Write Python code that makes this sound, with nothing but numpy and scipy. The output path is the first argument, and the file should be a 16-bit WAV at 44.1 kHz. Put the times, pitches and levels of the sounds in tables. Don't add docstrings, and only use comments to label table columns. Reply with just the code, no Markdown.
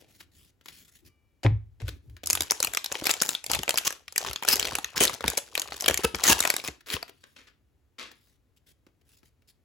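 import sys
import numpy as np
from scipy import signal
from scipy.fft import rfft, irfft, next_fast_len
from scipy.io import wavfile
from scipy.ndimage import uniform_filter1d

SR = 44100
rng = np.random.default_rng(int(sys.argv[2]) if len(sys.argv) > 2 else 0)


def wav_record(signal):
    frames = np.transpose(np.atleast_2d(signal))
    bounded = np.clip(frames, -1, 1)
    quanta = np.round(bounded * 32767).astype(np.int16)
    wavfile.write(sys.argv[1], SR, quanta)


N = 425124

# (t/s, mid-band level/dB, body level re mid/dB, edge level re mid/dB, main facet f/Hz)
SNAPS = [(1.818, -54.5, 9.5, 2.5, 1510), (1.882, -35.5, -3, -2, 1480), (1.891, -39, -7.5, -1, 1900),
         (2.26, -42.5, -25.5, 12.5, 6400), (2.272, -35.5, -4, 13, 7000), (2.301, -24, -4, 6.5, 2400),
         (2.3069, -27, -13, 8, 7370), (2.331, -25, -11.5, 8, 7180), (2.3524, -25, -15.5, 4.5, 6200),
         (2.374, -30, -0.5, -5.5, 1100), (2.4072, -22.5, -4, 2, 4640), (2.421, -28.5, -20.5, 4, 5200),
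         (2.433, -35, -7, 2, 4700), (2.501, -32, -19.5, -9, 5860), (2.509, -21, -5, 5.5, 6620),
         (2.519, -33, 9, 11, 6400), (2.603, -25, -9, 2.5, 5070), (2.6283, -24, -12, 6, 7330),
         (2.6384, -32, 0.5, 0.5, 3500), (2.6472, -24, -3.5, 5, 4400), (2.6718, -28, -3, -0.5, 4900),
         (2.7364, -30.5, -5.5, 3.5, 1874), (2.7487, -28.5, -2, 2.5, 3430), (2.772, -19, -7, -2, 2240),
         (2.844, -28, -7, 1, 7000), (2.8611, -28.5, -12, -3, 5300), (2.918, -36, 6, -10.5, 7470),
         (2.924, -32, -2, 5.5, 7600), (2.9539, -29, -2, -9.5, 2850), (3.0415, -33.5, -18, 3.5, 4700),
         (3.0577, -31.5, -12.5, 6, 6130), (3.069, -20, -2.5, 1.5, 5200), (3.0938, -24, 0, -0.5, 1473),
         (3.112, -33.5, -12, 15, 6500), (3.1388, -29, -6, 2.5, 3260), (3.2024, -32, -12, -13, 4690),
         (3.2158, -23, -3.5, 0, 7620), (3.2203, -27, 5.5, 11.5, 7490), (3.233, -30.5, -26, 5, 2920),
         (3.291, -23.5, -5, 4, 3770), (3.3503, -24.5, -12, -5.5, 3430), (3.4418, -44, 5.5, 11.5, 6700),
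         (3.464, -32.5, -6, 2.5, 4500), (3.4997, -32, 3, -8, 750), (3.5158, -26.5, -14.5, 7, 7500),
         (3.5346, -22, -4.5, -2.5, 3100), (3.5402, -30, -7, -2.5, 2700), (3.549, -24.5, -2.5, 1, 4300),
         (3.553, -26.5, -6, -1.5, 2400), (3.5905, -29, -9.5, -5, 3283), (3.633, -30, 0, 1, 2900),
         (3.6794, -29.5, 4.5, -14.5, 2400), (3.6931, -22, 1.5, 4.5, 3390), (3.7068, -23.5, -7, 0.5, 2884),
         (3.7419, -30.5, 4.5, 0, 1000), (3.758, -31.5, -8.5, -9.5, 3120), (3.775, -22.5, -18, 3, 5200),
         (3.7779, -26, -27, 3, 2380), (3.784, -20.5, -15, 2, 4960), (3.906, -34.5, 2.5, 1.5, 1700),
         (3.9262, -43, 5.5, 8.5, 7700), (4.081, -37.5, -28, -4, 2350), (4.1243, -42.5, -2.5, 3, 7290),
         (4.161, -26.5, -5, 0.5, 2360), (4.1798, -20.5, -15.5, 4, 5080), (4.2638, -32.5, 1, -4.5, 3020),
         (4.2722, -34.5, -3.5, -11, 2970), (4.286, -33.5, 0, -13.5, 3800), (4.312, -34.5, 0, -2.5, 2230),
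         (4.332, -33.5, -15, 3, 4580), (4.3602, -27.5, -10.5, -6.5, 7450), (4.4253, -33.5, 6, -1.5, 948),
         (4.4342, -31, -6.5, -1.5, 2200), (4.4498, -30.5, 1.5, 0, 1300), (4.4794, -25.5, -17.5, 0, 6700),
         (4.4868, -15.5, -21, 3, 6650), (4.5573, -31, -9, 9, 7000), (4.5681, -30.5, -3.5, 2, 7300),
         (4.5965, -23, -12, 3, 7880), (4.628, -24.5, -5.5, -4.5, 3300), (4.6525, -25, -4, -3.5, 3130),
         (4.6742, -33, -3.5, -0.5, 1970), (4.685, -35, 1, -3.5, 2500), (4.7535, -26, 1, 4, 5130),
         (4.7859, -29, 4, 0.5, 817), (4.8449, -25.5, -14, -6, 3720), (4.961, -34.5, -9.5, 0, 5600),
         (5.0368, -29.5, -1, 13.5, 4870), (5.0523, -19, -8.5, 3, 4600), (5.0789, -23.5, -17, -6.5, 4500),
         (5.096, -31, 5.5, 0, 1200), (5.2077, -33, 2.5, -7, 456), (5.241, -35, 13, -1.5, 927),
         (5.28, -19, -7, 0, 6420), (5.3011, -35.5, -0.5, 11, 6540), (5.3739, -25, -8, 4, 6300),
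         (5.3778, -29, -2.5, 10, 7140), (5.385, -31.5, -4, 2.5, 7650), (5.5532, -23.5, -7, -1.5, 2450),
         (5.5775, -24, -0.5, -1, 4120), (5.5969, -30, -8.5, 6.5, 7600), (5.6185, -28.5, -10, 1.5, 4780),
         (5.722, -35, 4.5, -10, 800), (5.766, -43.5, -5.5, 5.5, 3600), (5.8018, -35, -6, 0, 7770),
         (5.8084, -31.5, -16.5, 6, 6850), (5.823, -40.5, 4, 11.5, 7500), (5.8429, -28.5, -1.5, -6.5, 5056),
         (5.8607, -22, -4.5, -3, 3100), (5.8982, -27.5, 8, 0.5, 530), (5.91, -28.5, 4.5, 1, 450),
         (5.943, -24.5, -11, 3, 2256), (5.9752, -23.5, -15.5, 2.5, 7400), (6.147, -27.5, 3.5, -14.5, 2230),
         (6.156, -37.5, 0.5, 5, 6700), (6.2393, -28, -9.5, 10.5, 6800), (6.3915, -28.5, -7, 3, 6600),
         (6.4045, -21.5, -2, 6, 4450), (6.4263, -27, -22.5, -0.5, 3670), (6.439, -28, 1, -2, 820),
         (6.452, -20.5, 1.5, -0.5, 2460), (6.475, -31, 6.5, 9, 6900), (6.502, -16.5, -9.5, 1.5, 1960),
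         (6.509, -38, -0.5, 0, 3000), (6.54, -29.5, 1.5, 0.5, 1600), (6.5654, -26.5, -2.5, 4.5, 3870),
         (6.5993, -35, -5, -7.5, 2400), (6.677, -31.5, -12.5, 1, 2500), (6.684, -30, 0.5, -4, 450),
         (6.902, -30.5, -35, -4, 2370), (6.9664, -34.5, 5, -9, 2700), (7.0281, -34, 2.5, -4.5, 4600)]
# (start t/s, end t/s, first level/dB, last level/dB, slip rate/s^-1, main facet f/Hz)
RIPS = [(3.095, 3.108, -27.5, -19.5, 450, 1730), (3.251, 3.349, -34, -41, 194, 6900),
        (3.849, 3.879, -32, -19, 487, 6500), (4.486, 4.543, -26, -18, 560, 5090),
        (4.964, 4.983, -36.5, -18.5, 350, 5320), (5.004, 5.048, -20, -19.5, 480, 3100),
        (5.133, 5.152, -35.5, -36.5, 220, 6200), (5.881, 5.889, -16, -9.5, 620, 3130),
        (6.035, 6.053, -28, -18.5, 440, 479), (6.236, 6.268, -26, -20.5, 390, 1390),
        (6.268, 6.289, -17, -17, 510, 6600), (6.29, 6.326, -14.5, -18.5, 570, 924),
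        (6.322, 6.33, -17, -15.5, 590, 1633), (6.64, 6.687, -34.5, -42.5, 460, 2420),
        (6.922, 6.941, -37, -24, 380, 1900)]
# (t/s, level of the lowest tone before a shared gain/dB, f/Hz)
POPS = [(1.886, -34, 331), (2.405, -31.5, 324), (2.603, -25, 530), (3.022, -22.5, 315), (3.688, -22, 570),
        (5.01, -10, 411), (5.022, -17, 348.4), (5.278, -25, 445), (5.378, -22, 559), (5.888, -22.5, 520),
        (5.992, -23, 388.7), (6.045, -12, 446), (6.299, -12.5, 334.5), (6.687, -24, 380)]
# (t/s, peak level/dB, hardness f/Hz: modes above it are barely struck)
KNOCKS = [(1.449, -12, 520), (1.455, -14.5, 150), (1.463, -24, 600), (1.507, -21.5, 110), (1.822, -23, 50),
          (2.074, -39.5, 50)]
# (f/Hz, relative level/dB, t60/s)
TABLE_MODES = [(59, -11.5, 0.26), (77.2, -13, 0.35), (92.4, -5.5, 0.24), (108.4, 3.5, 0.18),
               (179, -10, 0.14), (290, 0.5, 0.092), (412, -2.5, 0.11), (720, -1, 0.028), (934, 9, .035)]
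# (f/Hz, level/dB)
FILM_COLOUR = [(100, -9), (300, -2.5), (700, 0.5), (1400, -1), (2600, 5), (4500, 3.5), (7000, 4.5),
               (10000, -2), (13000, -2), (16000, -10.5)]
# (f/Hz, level/dB)
SEAM_COLOUR = [(80, -10.5), (200, -1.5), (380, -0.5), (700, -3), (910, 0), (1200, -2.5), (3000, -0.5),
               (6000, -2), (10000, -2), (15500, -5)]
# (f/Hz, level/dB)
TICK_COLOUR = [(150, -22.5), (400, 2), (800, -6), (1500, -12), (3000, -2.5), (6000, -4.5), (10000, -10),
               (15500, -19)]
# (f/Hz, level/dB)
BAG_COLOUR = [(25, -23.5), (60, 18), (150, 3.5), (400, -9.5), (800, -12.5), (1600, -23), (4000, -47.5)]
# (f/Hz, level/dB)
CARD_COLOUR = [(200, 1.5), (800, -22.5), (1800, -10), (3300, -7), (6500, -9.5), (10000, -9), (15500, -11.5)]
# (f/Hz, level/dB)
EDGE_COLOUR = [(300, -17.5), (900, 5.5), (2200, 5.5), (4500, 1.5), (8000, -4.5), (15500, -4.5)]
# (f/Hz, level/dB)
HUSH_COLOUR = [(20, -20), (35, -8.5), (60, 0.5), (110, -3.5), (185, -16), (270, -13), (400, -17),
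               (600, -24), (1000, -28.5), (2000, -31), (5000, -38), (16000, -38.5)]
# (f/Hz, t60/s)
ROOM_DECAY = [(100, 0.74), (530, 0.24), (1400, 0.29), (3700, 0.28), (7000, 0.24), (16000, 0.24)]
# (f/Hz, lead of left over right/rad)
PORT_PHASE = [(100, 0), (1000, .2), (1400, .6), (3200, .7), (4300, .1), (7300, 0), (8900, -3.1),
              (10600, -6), (11800, -6.7), (13300, -9.4), (14700, -12.2), (16500, -12.8)]
# (f/Hz, left re right/dB)
PORT_BALANCE = [(100, .8), (600, 3), (1300, 2.6), (4400, 4), (8000, .5), (15000, 0)]
# (start t/s, end t/s, level at the height of the stroke/dB)
STROKES = [(-.05, 0.017, -52.5), (0.08, 0.252, -61), (0.314, 0.51, -60), (0.637, 0.907, -55),
           (0.912, 1.012, -59), (1.048, 1.09, -57), (7.1, 7.52, -69.5), (8.13, 8.37, -69),
           (8.563, 8.586, -65.5), (8.661, 8.725, -60.5), (9.05, 9.21, -62.5), (9.235, 9.295, -65),
           (9.474, 9.518, -61.5)]
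# (t/s, peak level/dB)
BUMPS = [(3.587, -31), (4.724, -36.5), (5.244, -24.5), (5.278, -29), (5.898, -26.5), (6.043, -21),
         (6.139, -29.5), (6.306, -24.5), (6.68, -37), (6.934, -28)]
# (f/Hz, level/dB)
BUMP_COLOUR = [(20, -30), (40, -10), (65, 2.5), (110, -5), (200, -9), (400, -13.5), (900, -35.5),
               (3000, -71.5)]
# (start t/s, held for t/s, effort level/dB)
SQUEEZES = [(2.29, 0.41, -48), (2.92, 0.11, -42.5), (3.06, 0.052, -35), (3.498, 0.052, -35),
            (3.68, 0.24, -48), (4.21, 0.068, -37), (4.48, 0.25, -35), (4.8, 0.31, -49.5),
            (4.969, 0.091, -30.5), (5.238, 0.084, -39.5), (5.471, 0.087, -53), (5.58, 0.19, -45),
            (5.83, 0.22, -41.5), (6.181, 0.058, -37.5), (6.24, 0.26, -37.5), (6.58, 0.021, -43.5),
            (6.95, 0.045, -57)]
# (t/s, level before band limits/dB, body level re edge/dB)
TAPS = [(0.227, -51.5, -18), (0.611, -50.5, -8), (.658, -40.5, -9), (0.684, -33.5, -13),
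        (1.886, -31.5, -7.5), (2.097, -57, -2), (2.166, -45, -11), (2.234, -31.5, -0.5),
        (6.807, -46.5, -13), (7.08, -40.5, -14), (7.093, -39, -1.5), (8.115, -40.5, -3), (8.271, -62, -7),
        (9.012, -62, -2), (9.42, -65, -12.5)]
# (t/s, level before band limits/dB, rise t/s, t60/s, body level re edge/dB, top f/Hz)
SCUFFS = [(.001, -60, 0.0021, 0.52, 0.5, 12000), (0.195, -45.5, 0.019, 0.013, -15, 18000),
          (1.4318, -35, 0.0011, 0.13, -2, 9500), (1.446, -22.5, 0.002, 0.09, 1.5, 1900),
          (1.462, -18.5, 0.0032, 0.017, -25, 1870), (1.799, -48.5, 0.004, 0.19, -0.5, 8100),
          (1.851, -51, 0.027, 0.18, -8, 12200), (6.859, -33.5, 0.1, 0.037, -9.5, 17800)]
# (t/s, level before band limits/dB, t60/s)
LANDINGS = [(7.233, -47, 0.039), (7.361, -42.5, 0.043), (7.383, -49.5, 0.18), (7.469, -52, 0.087),
            (7.983, -35.5, 0.15), (8.005, -37.5, 0.27)]
# (start t/s, end t/s, level at the height of the stroke/dB)
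DRAGS = [(-.03, .45, -67), (1.01, 1.11, -58.5), (1.8, 1.99, -49.5), (2.02, 2.21, -55.5), (2.23, 2.45, -43)]
# (f/Hz, level/dB)
DRAG_COLOUR = [(30, -11), (80, 17.5), (140, 1), (200, -9), (290, 3.5), (400, -4), (560, -21), (1200, -30)]
# (t/s, peak level/dB)
PATS = [(8.866, -45.5), (8.887, -59), (9.231, -48.5)]
# (f/Hz, level/dB)
PAT_COLOUR = [(120, -3.5), (320, 7.5), (550, 0), (1800, -6), (2800, -10), (15000, -24)]
# (f/Hz, level before the swell/dB, t60/s)
RING_PARTIALS = ((1190, -77, .7), (2333, -73, 1.6), (2914, -80, 1.4))

LOW_CUT_HZ, TOP_HZ = 40, 16200


def amp(db):
    return 10 ** (np.asarray(db) / 20)


def unit(x):
    return x / np.sqrt(np.mean(x ** 2) + 1e-20)


def along(points, hz):
    f, v = np.transpose(points)
    return np.interp(np.log(hz + 1), np.log(f + 1), v)


def add(track, s, sound):
    part = track[:, max(round(s * SR), 0):][:, :sound.shape[-1]]
    part += sound[..., :part.shape[-1]]


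def filtered(x, response):
    n = x.shape[-1]
    m = next_fast_len(n + 4096)
    return irfft(rfft(x, m) * response(np.fft.rfftfreq(m, 1 / SR)), m)[..., :n]


def coloured(x, points, size=4096):
    gain = amp(along(points, np.fft.rfftfreq(size, 1 / SR)))
    cepstrum = irfft(np.log(gain))
    cepstrum[1:size // 2] *= 2
    cepstrum[size // 2 + 1:] = 0
    impulse = irfft(np.exp(rfft(cepstrum)))
    return signal.oaconvolve(x, impulse[None], axes=1)[:, :x.shape[-1]]


def band(x, lo_hz, hi_hz):
    edges = [lo_hz, min(hi_hz, SR / 2 - 1)]
    return signal.sosfilt(signal.butter(2, edges, "band", fs=SR, output="sos"), x)


def pair(shape, side_share=.5):
    mid, side = np.moveaxis(rng.standard_normal((*shape[:-1], 2, shape[-1])), -2, 0)
    side = side_share * signal.lfilter(*signal.butter(2, 6500, fs=SR), side)
    return unit(np.stack([mid + side, mid - side], axis=-2))


def decaying(x, life):
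    return signal.lfilter([1], [1, -np.exp(-1 / (life * SR))], x)


def grains(n, rate, spread_db, life):
    happens = rng.random(n) < rate / SR
    sizes = amp(spread_db * np.minimum(rng.standard_normal(n), 2))
    return unit(decaying(happens * sizes, life))


def swells(rows):
    t = np.arange(N) / SR
    gain = np.zeros(N)
    for start, end, db in rows:
        position = (2 * t - start - end) / (end - start)
        gain += amp(db) * np.sqrt(np.maximum(1 - position ** 2, 0))
    return gain


def hush(level_db=-69):
    return amp(level_db) * unit(filtered(pair((N,)), lambda hz: amp(along(HUSH_COLOUR, hz))))


def slides(shimmer_db=3):
    rub = coloured(pair((N,)) * grains(N, rate=950, spread_db=5.0, life=0.0039), CARD_COLOUR)
    z = signal.stft(rub, nperseg=512)[2]
    patches = uniform_filter1d(rng.standard_normal(z.shape[1:]), size=6, axis=0)
    patches = unit(uniform_filter1d(patches, size=12, axis=1))
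    hiss = signal.istft(z * amp(shimmer_db * patches), nperseg=512)[1][:, :N]
    return swells(STROKES) * unit(hiss)


def drags():
    rumble = coloured(pair((N,)) * grains(N, rate=270, spread_db=-2.5, life=0.019), DRAG_COLOUR)
    return swells(DRAGS) * unit(rumble)


def brushes(contacts, room_db):
    out, t = np.zeros((2, N)), np.arange(SR // 3) / SR
    for s, db, rise, t60, body_db, top_hz in contacts:
        rub = pair((len(t),)) * (1 + grains(len(t), rate=600, spread_db=5, life=.0007))
        shape = np.minimum(t / rise, 1) ** 0.65 * amp(-60 * np.maximum(t - rise, 0) / t60)
        edge = unit(coloured(rub, EDGE_COLOUR))
        body = amp(body_db) * unit(band(rub, 260, 850))
        add(out, s, band(amp(db) * shape * (edge + body), LOW_CUT_HZ, top_hz))
    return out, band(amp(room_db) * out, 210, 5200)


def scuffs():
    return brushes(SCUFFS, room_db=-14)


def taps(rise=0.00017, t60=0.034, top_hz=19000):
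    return brushes([(s, db, rise, t60, body_db, top_hz) for s, db, body_db in TAPS], room_db=-9)


def faint_ring(start=1.06, swell=0.025, waver=0.24):
    out, t = np.zeros((2, N)), np.arange(SR) / SR
    for hz, db, t60 in RING_PARTIALS:
        level_waver, phase_waver = waver * unit(band(rng.standard_normal((2, SR)), 3, 30))
        shape = amp(db - 60 * t / t60) * (1 - np.exp(-(t / swell) ** 2))
        add(out, start, shape * (1 + level_waver) * np.sin(2 * np.pi * hz * t + 2 * phase_waver))
    return out


def knocks():
    out, t = np.zeros((2, N)), np.arange(SR // 2) / SR
    hz, db, t60 = np.transpose(TABLE_MODES)[:, :, None]
    for s, level_db, hardness_hz in KNOCKS:
        strength = amp(db) / (1 + (hz / hardness_hz) ** 3)
        turns = hz * t + .15 * rng.standard_normal(hz.shape)
        ring = (strength * amp(-60 * t / t60) * np.sin(2 * np.pi * turns)).sum(0)
        ring *= 1 - np.exp(-t * hardness_hz)
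        add(out, s, amp(level_db) * ring / np.abs(ring).max())
    return out


def squeezing(tighten=549.5, relax=173):
    t = np.arange(N) / SR
    efforts = []
    for start, held, db in SQUEEZES:
        before = np.maximum(start - t, 0)
        after = np.maximum(t - start - held, 0)
        efforts.append(db - tighten * before - relax * after)
    return amp(np.max(efforts, axis=0))


def crinkle(effort, fine_db=-2.5, neighbours_db=-15, spread_time=0.0024, bag_db=-14):
    near, t = np.zeros((1, N)), np.arange(-SR // 30, SR // 30) / SR
    for s, db, *_ in SNAPS:
        add(near, s + t[0], amp(db + neighbours_db) * np.exp(-abs(t) / spread_time))
    ticks = unit(coloured(pair((N,)) * grains(N, rate=300, spread_db=4.0, life=0.0011), TICK_COLOUR))
    bag = unit(coloured(pair((N,)) * grains(N, rate=84, spread_db=-4.5, life=0.0022), BAG_COLOUR))
    return (amp(fine_db) * effort + near) * ticks + amp(bag_db) * effort * bag


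def facets(bursts, main_hz, sharpness=10, spread=.8, count=4, depth=2.66, side_share=0.7):
    hz = np.reshape(main_hz, (-1, 1, 1))
    others = np.sqrt(hz * 2000) * np.exp(spread * rng.standard_normal((count, *hz.shape)))

    def peak(f, centre):
        damping = 1j * f * centre / sharpness
        return damping / (centre ** 2 - f ** 2 + damping)

    return filtered(bursts, lambda f: 1 + depth * (peak(f, hz) + side_share * peak(f, others).sum(0)))


def snaps(crack_life=0.00041, flutter_life=0.0028, lead_time=0.001, lead_in=0.27):
    t = np.arange(-SR // 200, SR // 50) / SR
    s, db, body_db, edge_db, ring_hz = np.transpose(SNAPS)

    def shape(flutter):
        creak = lead_in * np.exp(-abs(t) / lead_time)
        crack = np.exp(-abs(t) / crack_life) + flutter * np.exp(-abs(t) / flutter_life)
        return np.where(t < 0, creak, crack)

    def levelled(x, level_db):
        rms = np.sqrt((x ** 2).mean(1).sum(1) / (0.0041 * SR))
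        return x * (amp(level_db) / rms)[:, None, None]

    noise = pair((len(s), len(t)))
    plain = noise * shape(flutter=0.8)
    edge = levelled(band(noise * shape(flutter=0.48), 5200, 15000), db + edge_db + 1)
    paths = []
    for sheet in (facets(plain, ring_hz), plain):
        body = levelled(band(sheet, 100, 1600), db + body_db)
        middle = levelled(band(sheet, 920, 6500), db)
        out = np.zeros((2, N))
        for start, click in zip(s, body + middle + edge):
            add(out, start + t[0], click)
        paths.append(coloured(out, FILM_COLOUR))
    return paths


def crumple(effort, gain_db=-9, centre_hz=1350, cycles=1.4, spread_db=5.5, count=750):
    out, t = np.zeros((2, N)), np.arange(SR // 40) / SR
    times = rng.uniform(SNAPS[0][0], SNAPS[-1][0], count)
    traits = np.clip(rng.standard_normal((count, 3)), -2, 2)
    for s, (pitch, size, pan) in zip(times, traits):
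        turns = centre_hz * np.exp(.55 * pitch) * t
        note = np.sin(2 * np.pi * turns) * np.exp(-turns / cycles) * (1 - np.exp(-2 * turns))
        add(out, s, amp(spread_db * size + np.array([[pan], [-pan]]) * 2) * note)
    return amp(gain_db) * effort * unit(out)


def pops(t60=.028, gain_db=-2, overtone=0.31, rasp=0.26):
    out, t = np.zeros((2, N)), np.arange(SR // 10) / SR
    for s, db, hz in POPS:
        ring = np.sin(2 * np.pi * hz * t)
        ring = ring + overtone * np.sin(2 * np.pi * hz * rng.uniform(1.4, 2.1) * t)
        ring = ring + rasp * unit(band(pair((len(t),)), hz / 2, 4 * hz))
        add(out, s, amp(db + gain_db - 60 * t / t60) * (1 - np.exp(-t / 0.00028)) * ring)
    return out


def rips(jitter=0.3, spread_db=3.0, slip_life=0.0007):
    out = np.zeros((2, N))
    for start, end, first_db, last_db, rate, ring_hz in RIPS:
        n = max(int((end - start) * SR), 2)
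        timing, size = rng.standard_normal((2, SR // 400))
        gaps = np.exp(jitter * timing)
        at = (np.cumsum(gaps) - gaps[0]) * SR / rate
        sizes = amp(spread_db * np.minimum(size[at < n], 1))
        slips = np.bincount(at[at < n].astype(int), sizes, SR // 5)
        rip = coloured(pair((len(slips),)) * decaying(slips, slip_life), SEAM_COLOUR)
        rip = facets(rip[None], ring_hz, sharpness=19)[0]
        rip /= np.sqrt(np.mean(rip[:, :n] ** 2))
        add(out, start, rip * amp(np.interp(np.arange(len(slips)), [0, n], [first_db, last_db])))
    return out


def bumps(swell=.005):
    out, t = np.zeros((2, N)), np.arange(SR // 6) / SR
    for s, db in BUMPS:
        push = coloured(rng.standard_normal((1, len(t))) * t * np.exp(-t / swell), BUMP_COLOUR)
        add(out, s, amp(db) * push / np.abs(push).max())
    return out


def landings(rise=0.0067, body_db=-10, top_hz=7660):
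    return brushes([(s, db, rise, t60, body_db, top_hz) for s, db, t60 in LANDINGS], room_db=-4.5)


def pats(t60=0.039):
    out, t = np.zeros((2, N)), np.arange(SR // 10) / SR
    for s, db in PATS:
        pat = coloured(pair((len(t),)) * amp(-60 * t / t60), PAT_COLOUR)
        add(out, s, amp(db) * pat / np.abs(pat).max())
    return out


def room(x, build_up=0.0017, count=40):
    out = np.zeros((2, N))
    hz, t, z = signal.stft(pair((count, SR // 2)), SR, nperseg=1024)
    decay = amp(-60 * t / along(ROOM_DECAY, hz)[:, None])
    tails = signal.istft(z * decay, SR, nperseg=1024)[1]
    tails = tails * (1 - np.exp(-np.arange(tails.shape[-1]) / SR / build_up))
    for part, tail in zip(np.array_split(np.arange(N), count), tails):
        echo = signal.fftconvolve(x[:, part], tail / np.linalg.norm(tail[0]), axes=1)
        add(out, part[0] / SR, echo)
    return out


def scene(room_db=-12, table_room_db=-24):
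    effort = squeezing()
    close = slides() + drags() + crinkle(effort) + crumple(effort) + pops() + rips() + bumps() + pats()
    snaps_near, snaps_far = snaps()
    scuffs_near, scuffs_far = scuffs()
    taps_near, taps_far = taps()
    landings_near, landings_far = landings()
    brushes_near = scuffs_near + taps_near + landings_near
    brushes_far = scuffs_far + taps_far + landings_far
    table = knocks()
    pack_send = amp(room_db) * band(close + snaps_far, 330, 12000)
    echo = room(pack_send + brushes_far + amp(table_room_db) * table)
    return hush() + close + brushes_near + faint_ring() + table + snaps_near + echo


def record(dry):
    sides = np.array([[.5], [-.5]])
    dry = signal.sosfilt(signal.butter(3, LOW_CUT_HZ, "high", fs=SR, output="sos"), dry)

    def ports(hz):
        balance = amp(sides * along(PORT_BALANCE, hz))
        phase = np.exp(1j * sides * along(PORT_PHASE, hz))
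        return balance * phase / np.sqrt(1 + (hz / TOP_HZ) ** 120)

    return filtered(dry, ports)


dry = scene()
out = record(dry)
wav_record(out)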